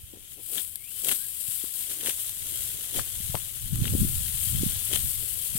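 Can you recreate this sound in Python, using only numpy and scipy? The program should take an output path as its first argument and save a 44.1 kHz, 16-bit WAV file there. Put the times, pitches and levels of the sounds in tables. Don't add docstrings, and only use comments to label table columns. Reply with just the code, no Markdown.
import sys
import numpy as np
from scipy import signal
from scipy.fft import rfft, irfft, next_fast_len
from scipy.io import wavfile
from scipy.ndimage import map_coordinates

SR = 44100
rng = np.random.default_rng(int(sys.argv[2]) if len(sys.argv) > 2 else 0)


def put_to_file(sound):
    columns = np.atleast_2d(sound).T
    safe = np.clip(columns, -1, 1)
    whole_steps = np.round(safe * 32767)
    wavfile.write(sys.argv[1], SR, whole_steps.astype(np.int16))


N = 246078
TIME = np.arange(N) / SR

# (first bite [s], wait for the second [s], bite level before lifts [dB],
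# second bite over first [dB], pull hiss before lifts [dB], pull rise and fall [s], left over right [dB])
STROKES = [(0.558, 0.025, -42.5, 2.5, -32.5, 0.067, 8.5), (1.092, 0.03, -36, 3, -30.5, 0.071, 7),
           (2.062, 0.026, -35.5, 0.5, -34.5, 0.04, 7.5), (2.967, 0.03, -38, 4, -33.5, 0.026, 13),
           (3.872, .024, -41, -8, -55, .02, 5), (4.943, 0.017, -33.5, -5, -31, 0.16, 7),
           (5.575, 0.022, -43, 6, -31.5, .02, 8)]
# (frequency [Hz], relative level [dB])
HUSK_COLOUR = [(300, -69), (1000, -29), (3200, -12), (5000, -11.5), (6400, -16), (7400, -2), (8700, 2),
               (11500, 2.5), (13500, 0), (16000, -9)]
# (frequency [Hz], relative level [dB])
SCRAPE_COLOUR = [(80, -11), (200, -2), (320, 4), (520, -2), (700, -9), (1100, -19), (3000, -19)]
SNAP_SIDE_DB = 10.5


def amp(db):
    return 10 ** (np.asarray(db) / 20)


def unit(x):
    return x / np.sqrt(np.mean(x ** 2) + 1e-20)


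def along(points, hz):
    f, value = np.transpose(points)
    return np.interp(np.log(hz + 1), np.log(f + 1), value)


def curves(rows):
    s, *columns = np.transpose(rows)
    return [np.interp(TIME, s, column) for column in columns]


def wobble(rate):
    points = rng.standard_normal(int(N * rate / SR) + 4)
    return map_coordinates(points, [TIME * rate])


def swell(s, rise, fall):
    return np.exp(1 - np.hypot(1, (TIME - s) / np.where(TIME < s, rise, fall)))


def filtered(x, response):
    m = next_fast_len(N + 8192)
    spectrum = rfft(x, m) * response(np.fft.rfftfreq(m, 1 / SR))
    return irfft(spectrum, m)[..., :N]


def coloured(x, spectrum):
    return unit(filtered(x, lambda hz: amp(along(spectrum, hz))))


def panned(side_db):
    left = amp(np.atleast_1d(side_db))
    return np.array([left, np.ones_like(left)]) / np.sqrt(1 + left ** 2)


def crackle(spectrum, rate, spread_db, smooth):
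    # (frequency [Hz], likeness [0 to 1])
    likeness = [(200, 0.99), (1000, 0.84), (2500, 0.24), (5000, 0.17), (10000, 0.02)]
    count = int(rate * N / SR)
    size = amp(spread_db * np.minimum(rng.exponential(size=count), 2))
    energy = np.bincount(rng.integers(0, N, count), size ** 2, N)
    energy = signal.fftconvolve(energy, amp(-60 * TIME[:1024] / .006))[:N]
    strength = np.sqrt(np.abs(energy / energy.mean()) + smooth)
    grains = strength * rng.standard_normal((2, N))

    def mid_and_side(hz):
        turn = np.arccos(np.clip(along(likeness, hz), -1, 1)) / 2
        return np.array([np.cos(turn), np.sin(turn)])

    mid, side = filtered(grains, mid_and_side)
    return coloured(np.array([mid + side, mid - side]), spectrum)


def clumped(x):
    clump_db, clumps_per_s = 1.7, 45
    z = signal.stft(x, nperseg=512)[2]
    bins, frames = np.indices(z.shape[1:])
    points = rng.standard_normal(z.shape[1:])
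    patches = map_coordinates(points, [bins / 2, frames * clumps_per_s * 256 / SR])
    shifted = z * amp(clump_db * unit(patches))
    return unit(signal.istft(shifted, nperseg=512)[1][:, :N])


def background():
    # (frequency [Hz], relative level [dB])
    background_colour = [(60, 13.5), (250, 3.5), (500, -3), (1000, -13), (2000, -6.5), (3200, 7),
                         (5000, -19), (9000, -33), (16000, -12.5)]
    return amp(-54.0) * panned(21) * coloured(rng.standard_normal((2, N)), background_colour)


def whistle():
    # (middle [s], length [s], start pitch [Hz], end pitch [Hz], peak level before wobble [dB])
    notes = [(.905, .3, 2130, 3060, -54.5), (1.22, .11, 1470, 1670, -57.5)]
    glide_share, glide_early = .16, .09
    far_t60_s, far_wet = .12, .55
    out = np.zeros(N)
    for s, length, start_hz, end_hz, db in notes:
        u = np.clip((TIME - s) / length, -.5, .5)
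        glide = (1 + np.tanh((u + glide_early) / glide_share)) / 2
        hz = start_hz + (end_hz - start_hz) * glide
        waver = 1 + .032 * wobble(900)
        tone = np.sin(2 * np.pi * np.cumsum(hz * waver) / SR)
        out += amp(db + 3 * wobble(120)) * np.cos(np.pi * u) * tone
    tail = rng.standard_normal(8192) * amp(-60 * TIME[:8192] / far_t60_s)
    scattered = signal.fftconvolve(out, tail / np.linalg.norm(tail))[:N]
    return np.sqrt(1 - far_wet ** 2) * out + far_wet * scattered


def wind():
    # (time [s], level before lifts [dB])
    breeze = [(0, -57), (.8, -60.5), (1.9, -61.5), (2.6, -48.5), (3.5, -70), (4.3, -42), (4.8, -45),
              (5.58, -47)]
    # (time [s], level before lifts [dB], rise and fall [s])
    gust_rows = [(2.985, -41.5, 0.021), (3.284, -43, 0.12), (3.666, -49, .03), (3.784, -33.5, 0.056),
                 (4.002, -28.5, 0.11), (4.586, -32, 0.067), (5.01, -36, 0.068), (5.57, -41, 0.025)]
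    # (frequency [Hz], relative level [dB])
    rumble_colour = [(20, -1), (45, 2.5), (75, 6), (120, 4.5), (170, -8), (260, -23), (400, -59),
                     (700, -48), (1500, -34.5), (4000, -100)]
    # (frequency [Hz], relative level [dB])
    flutter_colour = [(40, -23), (120, 4.5), (230, 2), (330, -9), (450, -22), (700, -66), (1500, -65),
                      (4000, -100)]
    breeze_db, = curves(breeze)
    gusts = sum(amp(db) * swell(s, half, half) for s, db, half in gust_rows)
    wind_db = 20 * np.log10(np.hypot(amp(breeze_db), gusts))
    lumps = amp(2.8 * np.array([wobble(35), wobble(35)]))
    rumble = unit(lumps * coloured(rng.standard_normal((2, N)), rumble_colour))
    rumble = amp(wind_db + 1.5) * rumble
    flutter = unit(lumps * coloured(rng.standard_normal((2, N)), flutter_colour))
    flutter = amp(2.48 * (wind_db - wind_db.max()) - 28) * flutter
    return rumble * amp([[-.5], [.5]]) + flutter * panned(13.0)


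def bumps():
    # (time [s], size [dB], pitch [Hz], left over right [dB])
    swings = [(0.042, -34, 73, -14), (0.138, -30.5, 310, 31), (1.489, -33, 121, -23), (1.641, -28, 306, 24),
              (1.648, -37, 1300, 23), (2.087, -24.5, 440, 10), (2.988, -19, 570, 26), (3.205, -30, 151, 29),
              (3.3, -22, 116, 14), (3.3456, -14.5, 613, 38), (3.349, -20.5, 118, 26), (3.364, -31, 560, 26),
              (3.368, -29.5, 130, 22), (3.734, -13.5, 143, 20), (3.823, -11.5, 127, -22),
              (3.858, -18, 120, -20), (3.872, -27, 328, 22), (3.927, -17, 141, 15), (3.938, -21.5, 338, 22),
              (3.952, -10.5, 246, 27), (3.986, -17, 130, -18), (4.019, -13.5, 171, 24),
              (4.031, -20, 230, 18), (4.05, -17, 218, 23), (4.551, -17, 132, 27), (4.613, -19, 167, -23),
              (4.635, -12.5, 260, -33), (4.666, -13.5, 165, -31), (5.555, -22, 165, 45)]
    out = np.zeros((2, N))
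    for s, db, hz, side_db in swings:
        near = np.abs(TIME - s) < .06
        t = TIME[near] - s
        swing = np.sin(2 * np.pi * hz * t + rng.uniform(0, 2 * np.pi)) / np.cosh(3.17 * hz * t)
        low_pass = signal.butter(4, 2 * hz, fs=SR)
        scuff = unit(signal.lfilter(*low_pass, rng.standard_normal(len(t))))
        trail = np.clip(t * hz, 0, 1) * amp(-26 - 60 * np.abs(t) / 0.15)
        out[:, near] += panned(side_db) * amp(db) * (swing + trail * scuff)
    return out


def knocks():
    # (time [s], strength [dB], pitch [Hz])
    taps = [(2.9944, -17, 1300), (3.3529, -14, 840), (3.3722, -28, 1100)]
    # (frequency [Hz], relative level [dB])
    case_colour = [(200, -18), (800, -7), (1700, 1), (3200, -15), (5000, -10), (9000, -15), (16000, -33)]
    knock_t60_s, rattle_t60_s = 0.0053, 0.077
    rattle_db, side_db = -25, 32
    out, t = np.zeros(N), TIME[:4096]
    for s, db, hz in taps:
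        case = coloured(rng.standard_normal(N), case_colour)[:len(t)]
        blow = (np.sin(2 * np.pi * hz * t) + .35 * case) * amp(-60 * t / knock_t60_s)
        chatter = amp(5 * wobble(400)[:len(t)])
        rattle = case * chatter * amp(rattle_db - 60 * t / rattle_t60_s)
        out[round(s * SR):][:len(t)] += amp(db) * (blow + rattle)
    return panned(side_db) * out


def rubs():
    # (time [s], level [dB], rise and fall [s])
    rub_rows = [(0.165, -49, 0.017), (0.395, -50, 0.014), (0.538, -49, 0.02), (1.061, -42.5, 0.015),
                (1.908, -50.5, .02), (2.014, -47, 0.02), (2.504, -55, 0.065), (2.777, -53.5, 0.033),
                (2.962, -40, 0.012), (3.842, -39, 0.0068), (3.95, -46, .025), (5.221, -45, 0.016)]
    level = sum(amp(db) * swell(s, half, half) for s, db, half in rub_rows)
    return panned(11) * level * crackle(SCRAPE_COLOUR, rate=260, spread_db=2.5, smooth=0.3)


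def creaks():
    # (time [s], level [dB], rise and fall [s])
    squeaks = [(.604, -43, .009)]
    # (frequency [Hz], relative level [dB])
    squeak_colour = [(2400, -50), (3050, -2), (3350, 0), (3650, -7), (4100, -50)]
    level = sum(amp(db) * swell(s, half, half) for s, db, half in squeaks)
    return panned(SNAP_SIDE_DB) * level * coloured(rng.standard_normal(N), squeak_colour)


def snaps():
    # (time [s], crack peak [dB], hollow knock peak [dB])
    breaks = [(.279, -31, -45), (.319, -29, -44), (.463, -21, -43), (.5335, -16, -33), (.618, -20, -37),
              (.648, -21, -40), (.757, -13, -37), (.5545, -19, -30), (.5755, -18, -22), (.5812, -15, -16),
              (.587, -19, -24), (.5955, -18, -28), (.601, -20, -32), (1.0455, -13, -33), (1.0475, -10, -30),
              (1.071, -15, -29), (1.0858, -7, -18), (1.0905, -10, -21), (1.0922, -11, -16),
              (1.1115, -14, -27), (1.1145, -11, -17.5), (1.1188, -6.5, -20), (1.123, -6.5, -20),
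              (1.129, -14, -30), (1.918, -17, -32), (2.0105, -17, -27), (2.0602, -13, -18.5),
              (2.0655, -17, -23), (2.0715, -14, -17.5), (2.0785, -16, -21.5), (2.0935, -11, -19.5),
              (2.0975, -11, -19.5), (2.106, -18, -29), (2.294, -13, -33), (2.946, -23, -24),
              (2.962, -21, -26), (2.969, -23, -26), (2.99, -19, -25), (2.998, -13, -29), (3.3523, -18, -23),
              (3.757, -13, -33), (3.8435, -27, -23), (3.8538, -24, -19), (3.857, -26, -28),
              (3.870, -25, -27), (3.8783, -23, -19.5), (4.595, -11, -29), (4.711, -20, -33),
              (4.93, -10, -20), (4.9345, -12, -14), (4.9435, -18, -21), (4.953, -16, -22),
              (4.9585, -7, -15), (4.962, -9, -17), (4.972, -17, -25)]
    # (frequency [Hz], relative level [dB])
    split_colour = [(200, -22), (500, -11), (750, -9), (1050, -11), (1600, 0), (2400, -1), (3200, 4),
                    (4000, -2), (5000, -11), (8000, -15), (16000, -30)]
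    tube_hz, tube_spread = 3200, .07
    tube_rise_s, tube_t60_s, split_t60_s = .0006, .011, .0095
    tube_share = 1.1
    out, t = np.zeros((2, N + 2048)), TIME[:2048]
    cracks = coloured(rng.standard_normal((2, N)), HUSK_COLOUR)
    splits = coloured(rng.standard_normal(N), split_colour)
    onset = 1 - np.exp(-(t / .0002) ** 2)
    scatter = onset * (amp(-60 * t / .005) + amp(-19) * amp(-60 * t / .04))
    knock_onset = 1 - np.exp(-(t / tube_rise_s) ** 2)

    def peaked(x):
        return x / np.abs(x).max(axis=-1, keepdims=True)

    for s, crack_db, knock_db in breaks:
        part = rng.integers(N - len(t)) + np.arange(len(t))
        pitch_hz = tube_hz * np.exp(tube_spread * rng.normal())
        tube = tube_share * np.sin(2 * np.pi * pitch_hz * t) * amp(-60 * t / tube_t60_s)
        split = splits[part] * amp(-60 * t / split_t60_s)
        knock = knock_onset * (tube + split)
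        snap = amp(crack_db) * peaked(cracks[:, part] * scatter) + amp(knock_db) * peaked(knock)
        out[:, round(s * SR):][:, :len(t)] += panned(SNAP_SIDE_DB) * snap
    return out[:, :N]


def rustle():
    # (time [s], husk hiss before lifts [dB], stem crackle before lifts [dB], left over right [dB])
    gathering = [(0, -49.5, -61, 3.5), (.25, -51.5, -56.5, 6), (.45, -62, -57, 11), (.82, -47, -60, 12),
                 (1.0, -40, -48.5, 10), (1.3, -42.5, -53, 9.5), (1.7, -52, -52, 11.5),
                 (1.95, -39.5, -47.5, 5.5), (2.8, -38, -44, 6), (3.7, -39, -46.5, 9),
                 (3.82, -37.5, -43.5, 7.5), (3.96, -32, -43.5, 10.5), (4.7, -34.5, -40, 10),
                 (4.85, -51, -41, 9), (5.05, -34, -42.5, 9), (5.4, -34.5, -45, 10.5),
                 (5.58, -34.5, -42.5, 7.5)]
    # (time [s], husk hiss before lifts [dB], stem crackle before lifts [dB], rise and fall [s])
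    short_swells = [(0.325, -47, -58, 0.021), (0.587, -55, -49, 0.02), (1.052, -38, -42, 0.0055),
                    (1.513, -33.5, -49.5, 0.11), (1.606, -45, -48, 0.03), (1.803, -34, -46, 0.037),
                    (1.922, -38, -42.5, 0.019), (2.21, -37.5, -51, 0.046), (2.6, -37.5, -46.5, 0.13),
                    (3.28, -38, -48, 0.077), (3.367, -43, -49, 0.0078), (4.448, -32, -61, 0.05)]
    # (frequency [Hz], relative level [dB])
    stalk_colour = [(100, -17), (300, -10.5), (600, -14), (1000, -18.5), (1600, -11), (2400, -9), (3200, 1),
                    (4000, -4.5), (5000, -10), (7000, -1), (16000, -22.5)]
    bend_db, bend_rise_s, bend_fall_s = -1, 0.031, 0.028
    husk_db, stem_db, side_db = curves(gathering)
    husk_swells = sum(amp(db) * swell(s, half, half) for s, db, _, half in short_swells)
    stem_swells = sum(amp(db) * swell(s, half, half) for s, _, db, half in short_swells)
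    pulls, bends = np.zeros((2, N))
    for s, gap, bite_db, _, pull_db, half, _ in STROKES:
        middle = s + gap / 2
        pulls += amp(pull_db) * swell(middle, half, half)
        bends += amp(bite_db + bend_db) * swell(middle, bend_rise_s, bend_fall_s)
    husk_level = np.hypot(amp(husk_db), husk_swells + pulls)
    stem_level = np.hypot(amp(stem_db), stem_swells + bends)
    jerks_db = .6 * wobble(25) + .5 * wobble(90)
    hiss = crackle(HUSK_COLOUR, rate=1200, spread_db=-0.5, smooth=1.0)
    stem_crackle = clumped(crackle(stalk_colour, rate=450, spread_db=4.5, smooth=.8))
    husks = husk_level * amp(jerks_db + 6) * hiss
    stems = stem_level * amp(jerks_db + 3.5) * stem_crackle
    return husks * panned(side_db) + stems * panned(side_db)


def bites():
    return [(s + k * gap, db + k * second_db, side_db)
            for s, gap, db, second_db, _, _, side_db in STROKES for k in (0, 1)]


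def sickle():
    # (frequency [Hz], relative level [dB])
    blade_colour = [(60, -2), (250, 9), (500, 2), (750, 2), (1050, -13), (1600, -1), (2300, 0),
                    (3200, -1.5), (4300, 1), (6000, 1), (9000, 14.5), (16000, -65)]
    bite_rise_s, bite_fall_s = .008, .009
    drag_lead_s, drag_rise_s = 0.0052, 0.025
    drag, tear = np.zeros((2, 2, N))
    for s, db, side_db in bites():
        gain = panned(side_db) * amp(db + 4.0)
        drag += gain * swell(s - drag_lead_s, drag_rise_s, bite_fall_s)
        tear += gain * swell(s, bite_rise_s, bite_fall_s)
    scrape = amp(-14.0) * drag * crackle(SCRAPE_COLOUR, rate=180, spread_db=8, smooth=0.23)
    return scrape + tear * crackle(blade_colour, rate=600, spread_db=5, smooth=0.22)


def scene():
    # (frequency [Hz], left over right before the port weights [dB])
    shade = [(200, -5.5), (1000, -1), (2000, -3.5), (3200, 5), (4500, 1.5), (6200, -6.5), (8000, 1),
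             (11000, 2), (13500, 3), (15500, 19.5)]
    straw = rustle() + sickle() + snaps() + creaks()
    lag_s = 4 / SR

    def ports(hz):
        shade_db = along(shade, hz)
        left = amp(0.25 * shade_db) * np.exp(-2j * np.pi * hz * lag_s)
        right = amp(-.8 * shade_db)
        return np.array([left, right])

    other_layers = background() + whistle() + wind() + bumps() + knocks() + rubs()
    return filtered(straw, ports) + other_layers


def record(dry):
    return filtered(dry, lambda hz: hz < 15900)


dry = scene()
out = record(dry)
put_to_file(out)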